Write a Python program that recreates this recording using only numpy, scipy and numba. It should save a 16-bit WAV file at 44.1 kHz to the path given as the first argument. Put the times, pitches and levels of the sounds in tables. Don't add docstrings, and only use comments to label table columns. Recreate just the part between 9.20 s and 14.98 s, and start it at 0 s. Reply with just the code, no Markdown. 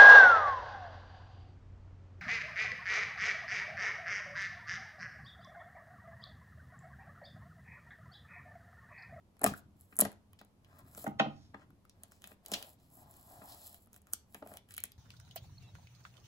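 import sys
import numpy as np
from scipy import signal
from scipy.fft import rfft, irfft
from scipy.io import wavfile
from scipy.ndimage import uniform_filter1d
from numba import njit

SR = 44100
rng = np.random.default_rng(int(sys.argv[2]) if len(sys.argv) > 2 else 0)


def dump_mix(stems):
    frames = np.atleast_2d(stems).T
    limited = np.clip(frames, -1, 1)
    pcm = np.round(limited * 32767).astype(np.int16)
    wavfile.write(sys.argv[1], SR, pcm)


N = 254898
TIME = np.arange(N) / SR


def undb(db):
    return 10 ** (np.asarray(db) / 20)


def unit(x):
    return x / np.sqrt(np.sum(x ** 2) + 1e-18)


def along(hz, points, values):
    return np.interp(np.log(np.maximum(hz, 1)), np.log(points), values)


def response(spectrum, size=1024):
    magnitude = undb(along(np.fft.rfftfreq(size, 1 / SR), *np.transpose(spectrum)))
    cepstrum = irfft(np.log(magnitude))
    cepstrum[1:size // 2] *= 2
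    cepstrum[size // 2 + 1:] = 0
    return unit(irfft(np.exp(rfft(cepstrum))))


def varied(spectrum, spread_db):
    hz = np.linspace(np.sqrt(100), np.sqrt(17000), 48) ** 2
    level_db = along(hz, *np.transpose(spectrum)) + spread_db * rng.standard_normal(len(hz))
    return response(np.column_stack([hz, level_db]))


def through(x, ring):
    return signal.fftconvolve(x, ring)[:N]


def add(track, start_s, sound):
    start = int(max(start_s, 0) * SR)
    track[start:start + len(sound)] += sound[:N - start]


def grains(count, per_s, spread_db):
    slips = (rng.random(count) < per_s / SR) * rng.standard_normal(count)
    sizes = undb(spread_db * np.minimum(rng.exponential(size=count), 4))
    return unit(slips * sizes) * np.sqrt(count)


# frequency_hz, level_db
MURMUR_SPECTRUM = [(25, -13), (55, -5), (95, 3.5), (140, -10), (200, -4.5), (310, -14), (500, -18.5),
                   (1000, -24), (1600, -33), (3000, -36), (8000, -42), (12000, -40.5), (16000, -55.5)]


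def room_murmur():
    colour = response(MURMUR_SPECTRUM, size=8192)
    mid, side = (through(rng.standard_normal(N), colour) for _ in range(2))
    side_gain = undb(along(np.fft.rfftfreq(N, 1 / SR), [120, 1200], [-14, -1]))
    side = irfft(rfft(side) * side_gain, N)
    return undb(-66) * (mid + side * np.array([[1], [-1]]))


def fracture(ring, decay_s, chatter):
    t = TIME[:SR // 50]
    force = chatter * unit(rng.standard_normal(len(t)) * np.exp(-t / decay_s))
    force[0] += 1
    return unit(through(force, ring))


def pops(events, tick_spectrum, sheet_spectrum, chatter, sheet_s, sheet_db, strain_s, settle_s):
    film = np.zeros(N)
    around = TIME[:SR // 16] - TIME[SR // 32]
    for start_s, tick_db, body_db, pitch_hz in events:
        tick = varied(tick_spectrum, spread_db=2.2)
        sheet = varied([(pitch_hz * ratio, db) for ratio, db in sheet_spectrum], spread_db=2.2)
        tick_gain, sheet_gain = undb(tick_db), undb(body_db + sheet_db)
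        add(film, start_s, tick_gain * fracture(tick, decay_s=.00014, chatter=chatter))
        add(film, start_s, sheet_gain * fracture(sheet, decay_s=sheet_s, chatter=.7))
        envelope = np.exp(np.minimum(around / strain_s, -around / settle_s))
        crinkle = unit(grains(len(around), 2200, 2.5) * envelope)
        colour = tick_gain * tick + sheet_gain * sheet
        add(film, start_s + around[0], undb(-17) * through(crinkle, colour))
    return film


# start_s, tick_db, body_db, pitch_hz
BLADE_CUTS = [(.1685, -51, -47, 895), (.1939, -37, -44, 1200), (.216, -21, -35, 1000),
              (.2345, -17, -21, 1100), (.242, 3, -7, 1200), (.2638, -9.5, -7, 1152),
              (.338, -31.5, -36, 1500), (.6103, -33.5, -51.5, 988.5), (.7565, -36, -47.5, 1500),
              (.7669, -20, -45, 1200), (.7735, -27.5, -49.5, 1000), (.7898, 1, -31, 1300),
              (.7955, -9, -22, 910), (.8022, -16, -34.5, 1100), (.8045, 1.5, -15, 1005),
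              (.8098, 2, -21, 3500), (.812, 3.5, -16, 3660), (.8195, -28.5, -14, 1000),
              (.8514, -18.5, -20, 950), (.857, -29, -33, 905), (.9178, -35, -39, 1500),
              (.9285, -43, -44, 1500)]
# frequency_hz, level_db
TAUT_TICK = [(2000, -61.5), (4500, -58), (6500, -19), (8500, -6), (10500, -1.5), (12500, -7.5),
             (14200, -8.5), (15200, -18.5), (17000, -30)]
# pitch_ratio, level_db
TAUT_SHEET = [(.25, -18.5), (.5, -11.5), (1, 4), (1.35, -5), (1.8, -6), (3, -16), (6, -19), (12, -36.5)]


def blade_cuts():
    return pops(BLADE_CUTS, TAUT_TICK, TAUT_SHEET,
                chatter=.32, sheet_s=.0012, sheet_db=-.5, strain_s=.001, settle_s=.0023)


def contact(hz, cycles):
    age = TIME[:SR // 20] * hz
    push = np.sin(2 * np.pi * age) * age * np.exp(-age / cycles)
    return unit(np.diff(push, prepend=0))


def modes(table):
    t, ring = TIME[:SR // 2], 0
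    for k, (hz, t60_s, db) in enumerate(table):
        mode = unit(np.sin(2 * np.pi * hz * t) * np.exp(-np.log(1000) * t / t60_s))
        ring = ring + (-1) ** k * undb(db) * mode
    return unit(ring)


def struck(table, detune=.008, spread_db=1.6):
    return modes([(hz * (1 + detune * rng.standard_normal()), t60_s,
                   db + spread_db * rng.standard_normal()) for hz, t60_s, db in table])


def knocks(events, ring_modes, thump_modes, scuff_db, push_db, rattle_db, ring_db):
    out = np.zeros(N)
    thump = unit(through(modes(thump_modes), contact(205, .33)))
    before = TIME[:SR // 40] - TIME[SR // 40]
    for start_s, db, hz, thump_db in events:
        slips = grains(len(before), 4500, .69) * np.exp(before / .0025)
        scuff = unit(through(slips, contact(hz, .25)))
        rattle = fracture(contact(hz, .33), decay_s=.0018, chatter=1.8)
        ring = unit(through(contact(hz, .16), struck(ring_modes)))
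        add(out, start_s + before[0], undb(db + scuff_db) * scuff)
        add(out, start_s, undb(db + push_db) * contact(hz, .65))
        add(out, start_s + .0015, undb(db + rattle_db) * rattle)
        add(out, start_s, undb(db + ring_db) * ring)
        add(out, start_s, undb(thump_db) * thump)
    return out


# start_s, level_db, pitch_hz, thump_db
BOX_IMPACTS = [(.216, -13.5, 563, -40), (.236, -6.5, 427, -31.5), (.2445, 0, 614, -19),
               (.2638, -6, 935, -7), (.725, -32, 1310, -39), (.7915, -9.5, 810, -18.5),
               (.818, -6.5, 460, -7.5), (.8518, -8, 750, -24), (1.212, -29, 780, -36),
               (1.776, -23, 730, -33), (1.8425, -17.5, 500, -38), (2.3435, -19, 770, -28.5),
               (2.835, -38, 650, -44), (3.042, -42, 547, -43), (3.1162, -30, 1060, -37),
               (3.318, -15.5, 466, -18.5), (4.2176, -28, 960, -35.5), (4.9348, -35, 900, -48),
               (5.147, -24, 834, -32.5), (5.2235, -18, 520, -39), (5.261, -25.5, 595, -34.5),
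               (5.316, -26, 624, -36), (5.58, -41, 690, -48), (5.6385, -34, 704, -44)]
# pitch_hz, t60_s, level_db
BOX_WALL_MODES = [(275, 0.16, 16.5), (341.4, 0.25, 6.5), (414, 0.046, 13.5), (648, 0.033, -14),
                  (695, 0.06, -7.5), (784, 0.085, 5.5), (1260, 0.069, 0), (1440, 0.065, -9.5),
                  (1740, 0.05, -12), (2360, 0.046, -11.5)]
# pitch_hz, t60_s, level_db
BOX_CAVITY_MODES = [(150, 0.16, -9), (200, .16, 1.5), (275, 0.06, -5)]


def box_knocks():
    return knocks(BOX_IMPACTS, BOX_WALL_MODES, BOX_CAVITY_MODES,
                  scuff_db=-16.5, push_db=-12, rattle_db=-3, ring_db=-4.5)


def swells(movements, level_column, attack_share=.42, release_share=.28):
    gain = np.zeros(N)
    for row in movements:
        start_s, length_s = row[:2]
        done = (TIME - start_s) / length_s
        ramps = np.minimum(done / attack_share, (1 - done) / release_share)
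        gain += undb(row[level_column]) * np.clip(ramps, 0, 1)
    return gain


# start_s, length_s, level_db
GRIP_SHIFTS = [(.22, 0.14, -47), (.32, 0.33, -67.5), (.79, 0.11, -53.5), (1.38, 1.07, -61),
               (2.33, 0.28, -63.5), (3.4, 1.12, -67.5)]
# frequency_hz, level_db
RUMBLE_SPECTRUM = [(30, -13.5), (55, -7.5), (105, 2), (150, -1.5), (205, -6), (300, -4.5), (600, -40),
                   (4000, -83.5)]


def handling():
    rumble = through(grains(N, 400, 1.6), response(RUMBLE_SPECTRUM, size=8192))
    return undb(-1) * swells(GRIP_SHIFTS, level_column=2) * rumble


# start_s, level_db, pitch_hz
FILM_SQUEAKS = [(0.262, -8.5, 1230), (0.3373, -20, 1453), (2.3436, -29.5, 1660)]


def squeaks():
    out = np.zeros(N)
    for start_s, db, hz in FILM_SQUEAKS:
        add(out, start_s, undb(db) * contact(hz, cycles=1.7))
    return out


# start_s, level_db, decay_s, pitch_hz
FILM_RIPS = [(0.2673, -13, 0.021, 9380), (1.189, -35.5, 0.011, 3970), (2.912, -37, 0.065, 8000),
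             (3.3163, -15, 0.033, 7030), (3.338, -8, 0.0035, 4000), (5.508, -39, 0.012, 3000)]


def rips():
    out, t = np.zeros(N), TIME[:SR // 8]
    for start_s, db, decay_s, hz in FILM_RIPS:
        colour = response([(hz / 8, -17), (hz / 2, -4), (hz, 0), (hz * 2, -7), (hz * 4, -15)])
        shower = grains(len(t), 4600, 1) * np.exp(-t / decay_s)
        add(out, start_s, undb(db) * unit(through(shower, colour)))
    return out


def catching(per_s, spread_db):
    knots = np.arange(0, TIME[-1], 1 / per_s)
    return undb(spread_db * np.interp(TIME, knots, rng.standard_normal(len(knots))))


# start_s, length_s, crackle_db, rub_db, pitch_hz
FINGER_STROKES = [(.345, 0.062, -65, -86, 1300), (.55, 0.15, -79.5, -87, 800),
                  (.68, 0.079, -77, -83.5, 1000), (1.405, 0.35, -85.5, -72.5, 1127),
                  (1.555, 0.061, -81, -83.5, 1280), (1.66, .26, -67, -71, 1000),
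                  (1.765, 0.077, -65.5, -72, 1100), (2.33, .13, -106, -71.5, 1150),
                  (2.717, 0.27, -89.5, -76, 900), (2.991, 0.17, -74, -71.5, 900),
                  (3.221, 0.28, -70.5, -61, 800), (3.33, 0.24, -71.5, -73, 800),
                  (4.71, 0.086, -74.5, -76, 800), (4.849, 0.12, -82, -75, 1196),
                  (5.063, 0.18, -76.5, -82, 800), (5.228, .17, -69.5, -65.5, 750),
                  (5.479, 0.065, -69.5, -72.5, 1800)]
# frequency_hz, level_db
CRACKLE_SPECTRUM = [(600, -16), (1600, -17), (2800, -15.5), (4200, -16.5), (5800, -12.5), (7500, 1),
                    (9500, 1), (13000, 7), (14300, -10), (15600, 2.5), (16500, -28.5)]
# frequency_hz, level_db
RASP_SPECTRUM = [(1500, -31), (3000, -3), (4300, 1), (6500, -5.5), (9000, -11), (16000, -20.5)]
# pitch_ratio, level_db
SKIN_SPECTRUM = [(.2, -10), (.5, -3), (.75, 1), (1, 5), (1.35, -3), (2.5, -16), (7, -22.5), (20, -47.5)]


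def finger_strokes():
    drag = swells(FINGER_STROKES, level_column=2) * catching(45, 2)
    creases = grains(N, 130, 2.5)
    crackle = undb(5) * through(grains(N, 6000, 2.2) + undb(-4.5) * creases, response(CRACKLE_SPECTRUM))
    rasp = undb(-13) * through(grains(N, 990, 1.5) + creases, response(RASP_SPECTRUM))
    skin = np.zeros(N)
    for stroke in FINGER_STROKES:
        slips, pitch_hz = grains(N, 1500, 2), stroke[4]
        colour = varied([(pitch_hz * ratio, db) for ratio, db in SKIN_SPECTRUM], spread_db=2)
        skin += swells([stroke], level_column=3) * through(slips, colour)
    return drag * (crackle + rasp) + undb(3) * skin * catching(35, 3)


# start_s, tick_db, body_db, pitch_hz
CREASE_SNAPS = [(1.1323, -39.5, -41.5, 1740), (1.192, -48, -45.5, 2503), (1.2141, -40, -36, 1270),
                (1.2489, -43, -65, 2030), (1.4468, -51, -42, 2640), (1.5858, -39, -49, 1297),
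                (1.7492, -31, -37, 1420), (1.7758, -29, -40, 1300), (1.8424, -25, -41, 1174),
                (1.869, -34, -53.5, 1320), (1.878, -32.5, -46, 1300), (2.3435, -55.5, -60, 1500),
                (2.505, -49, -44, 992), (2.652, -46, -41.5, 1166), (2.6961, -43.5, -34.5, 4890),
                (2.835, -24.5, -34.5, 4260), (2.92, -35.5, -39.5, 1110), (3.02, -36, -39.5, 2850),
                (3.0414, -31.5, -25, 1840), (3.0741, -28, -39.5, 1464), (3.2514, -43.5, -44, 2020),
                (3.2615, -23, -31, 3400), (3.2837, -29.5, -45.5, 1297), (3.3175, -16.5, -21.5, 3550),
                (3.3367, -17.5, -12.5, 3220), (3.342, -33, -25, 2500), (3.4265, -22.5, -23.5, 3120),
                (3.6, -53.5, -64.5, 1970), (3.94, -40, -47.5, 1463), (4.118, -45, -62, 2000),
                (4.2325, -46, -56, 2010), (4.3228, -37, -32, 4400), (4.362, -44, -53, 2000),
                (4.416, -36, -47, 2530), (4.5448, -29, -38.5, 2450), (4.66, -45, -60.5, 2010),
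                (4.6723, -45, -46.5, 905), (4.7311, -33.5, -50, 1500), (4.743, -38.5, -41.5, 1860),
                (4.763, -32.5, -41, 1520), (4.8185, -42.5, -64, 1980), (4.8702, -41, -42.5, 1280),
                (4.9348, -6, -27.5, 1220), (4.9356, -28.5, -24.5, 4500), (5.1458, -24, -29, 1780),
                (5.2738, -32, -38, 1540), (5.3386, -30.5, -36, 1820), (5.371, -25.5, -30, 2180),
                (5.4885, -46.5, -44.5, 2526), (5.5085, -33.5, -33.5, 1990), (5.54, -25.5, -34.5, 3110),
                (5.5475, -32, -38, 2880), (5.5666, -24, -36, 3000), (5.5797, -16, -19.5, 2360),
                (5.6035, -25, -42, 2420), (5.6383, -10, -23, 1980), (5.6541, -29, -38, 4400),
                (5.7192, -34.5, -35, 5000)]
# frequency_hz, level_db
LOOSE_TICK = [(2000, -41), (4500, -26), (6500, -1.5), (8500, 2.5), (11000, 4.5), (13000, 1), (14200, 4),
              (15500, 1), (17000, -32)]
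# pitch_ratio, level_db
LOOSE_SHEET = [(.25, -22), (.5, -10), (1, -2), (1.5, -4), (2.5, -12), (5, -23.5), (12, -39.5)]


def crease_snaps():
    return pops(CREASE_SNAPS, LOOSE_TICK, LOOSE_SHEET,
                chatter=.97, sheet_s=.0016, sheet_db=-2, strain_s=.003, settle_s=.0037)


# start_s, level_db, pitch_hz, thump_db
KNIFE_LANDINGS = [(1.866, -5, 738, -5.5), (1.997, -1.5, 2570, -24), (1.9985, 6.5, 762, -0.5),
                  (2.06, -12, 611, -8.5)]
# pitch_hz, t60_s, level_db
TABLE_MODES = [(428, .11, -4), (540, .04, -15), (675, .12, -1), (745, .04, -6), (793, .1, 2),
               (940, .08, -11), (1060, .06, -13), (1226, .09, -11), (1430, .07, -13), (1886, .05, -13),
               (2126, .12, -17), (2500, .06, -16), (3095, .1, -13), (3868, .08, -24)]
# pitch_hz, t60_s, level_db
TABLE_LOW_MODES = [(146, .4, -3), (200, .13, -4), (226, .18, -1.5), (292, .1, -5), (332, .09, -7)]


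def knife_on_table():
    return knocks(KNIFE_LANDINGS, TABLE_MODES, TABLE_LOW_MODES,
                  scuff_db=-19.5, push_db=-7, rattle_db=-10.5, ring_db=-3.5)


# start_s, length_s, level_db
HANDLE_BRUSH = [(2.04, 0.3, -74)]


def letting_go(centre_hz=5370):
    colour = response([(centre_hz / 2, -12), (centre_hz, 0), (centre_hz * 2, -22)])
    return swells(HANDLE_BRUSH, level_column=2) * through(grains(N, 4000, .76), colour)


@njit
def resonance(x, hz, width_hz):
    y, band, low = np.empty(len(x)), 0., 0.
    for i in range(len(x)):
        step, damping = np.tan(np.pi * hz[i] / SR), width_hz / hz[i]
        velocity = (band + step * (x[i] - low)) / (1 + step * (step + damping))
        band, low = 2 * velocity - band, low + 2 * step * velocity
        y[i] = damping * velocity
    return y


# time_s, crackle_db, rub_db, rasp_db
PULL_LEVELS = [(3.579, -96, -82, -83.5), (3.636, -76, -96, -80), (3.699, -77, -87, -83),
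               (3.745, -64.5, -78.5, -83), (3.81, -66.5, -73.5, -78), (3.856, -85, -76.5, -80),
               (3.9, -68.5, -70.5, -76), (4.03, -69, -75, -76.5), (4.14, -62, -66.5, -71.5),
               (4.19, -63.5, -66, -70), (4.26, -63, -65, -70.5), (4.318, -59, -65, -62),
               (4.36, -62, -69, -68), (4.5, -60.5, -79.5, -66.5), (4.551, -64, -75.5, -71.5),
               (4.598, -79, -87, -90), (4.631, -69, -96, -89), (4.651, -87, -91, -91)]
# frequency_hz, level_db
RUB_SPECTRUM = [(150, -15), (250, -3), (500, 0), (700, 5.5), (1000, 5.5), (1300, -3), (2050, -10),
                (2700, -20), (5000, -31), (16000, -54)]
# time_s, pitch_hz
CARD_RESONANCE = [(3.6, 760), (3.95, 950), (4.07, 940), (4.14, 760), (4.3, 920), (4.45, 800), (4.6, 740)]


def long_pull():
    times, *levels = np.transpose(PULL_LEVELS)
    gains = [np.interp(TIME, times, undb(db), left=0, right=0) for db in levels]
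    peel, scrape, stretch = [uniform_filter1d(gain, size=900) for gain in gains]
    slips = grains(N, 12000, 1.8) + .6 * grains(N, 110, 3)
    crackle = undb(.5) * peel * through(slips, response(CRACKLE_SPECTRUM))
    rubbing = through(grains(N, 3000, 1.9), response(RUB_SPECTRUM))
    papery = resonance(rubbing, np.interp(TIME, *np.transpose(CARD_RESONANCE)), width_hz=380.)
    card = undb(1.5) * scrape * (.7 * rubbing + 1.3 * papery)
    rasp = undb(-3) * stretch * through(grains(N, 5100, 2), response(RASP_SPECTRUM))
    return (crackle + rasp) * catching(34, 1.9) + card * catching(25, 2)


# centre_hz, t60_s, late_db, early_db, share_common_to_both_sides
ROOM_BANDS = [(148.8, 0.55, -12.5, -24.5, 0.14), (500, 0.3, -7, -4.5, 0.92), (1440, 0.28, -7, 1, 0.057),
              (4000, 0.25, -2.5, -4.5, 0.017), (8000, 0.2, -15.5, -8.5, .7), (14900, 0.15, -23, -14.5, 0.7)]


def room(x, wet_db):
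    t = TIME[:int(.7 * SR)]
    hz = np.fft.rfftfreq(len(t), 1 / SR)
    centres, t60s, late_db, early_db, shared = np.transpose(ROOM_BANDS)
    noise, echo = rfft(rng.standard_normal((3, len(t)))), 0
    early = unit(t * np.exp(-t / .0009))
    onset = np.clip(t / .0055, 0, 1) ** 2
    for k, common in enumerate(np.clip(shared, 0, 1)):
        band = irfft(noise * along(hz, centres, np.arange(len(centres)) == k), len(t))
        late = unit(np.exp(-np.log(1000) * t / t60s[k]) * (1 + np.exp(-t / .012)) * onset)
        fade = np.hypot(undb(late_db[k]) * late, undb(early_db[k]) * early)
        echo = echo + fade * (np.sqrt(common) * band[2] + np.sqrt(1 - common) * band[:2])
    return x + undb(wet_db) * np.array([through(x, side) for side in echo])


def off_to_the_right(pair, lag_s, shade_db, dull_hz):
    left, right = signal.sosfilt(signal.butter(2, dull_hz, fs=SR, output="sos"), pair)
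    return np.array([undb(-shade_db) * np.interp(TIME - lag_s, TIME, left), right])


def scene():
    cuts, snaps, box, knife = blade_cuts(), crease_snaps(), box_knocks(), knife_on_table()
    unwrapping = cuts + squeaks() + rips() + finger_strokes() + long_pull() + box + handling()
    in_hand = (room(unwrapping, wet_db=1) + room(snaps, wet_db=1.5)) * undb([[.4], [-.4]])
    on_table = room(knife + letting_go(), wet_db=2)
    aside = off_to_the_right(on_table, lag_s=.0003, shade_db=1, dull_hz=8350)
    return in_hand + aside + room_murmur()


# frequency_hz, lag_turns
CHANNEL_LAG = [(0, 0), (1000, -.03), (2600, -.47), (4000, -.78), (6000, -1.08), (7000, -1), (9100, -.5),
               (11400, 0), (13600, .5), (15500, .92), (17000, 1)]


def record(dry, top_hz=16800):
    turns = np.interp(np.fft.rfftfreq(N, 1 / SR), *np.transpose(CHANNEL_LAG))
    pair = irfft(rfft(dry) * np.exp(1j * np.pi * turns * np.array([[-1], [1]])), N)
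    return signal.sosfilt(signal.ellip(10, .2, 80, top_hz, fs=SR, output="sos"), pair)


dry = scene()
out = record(dry)
dump_mix(out)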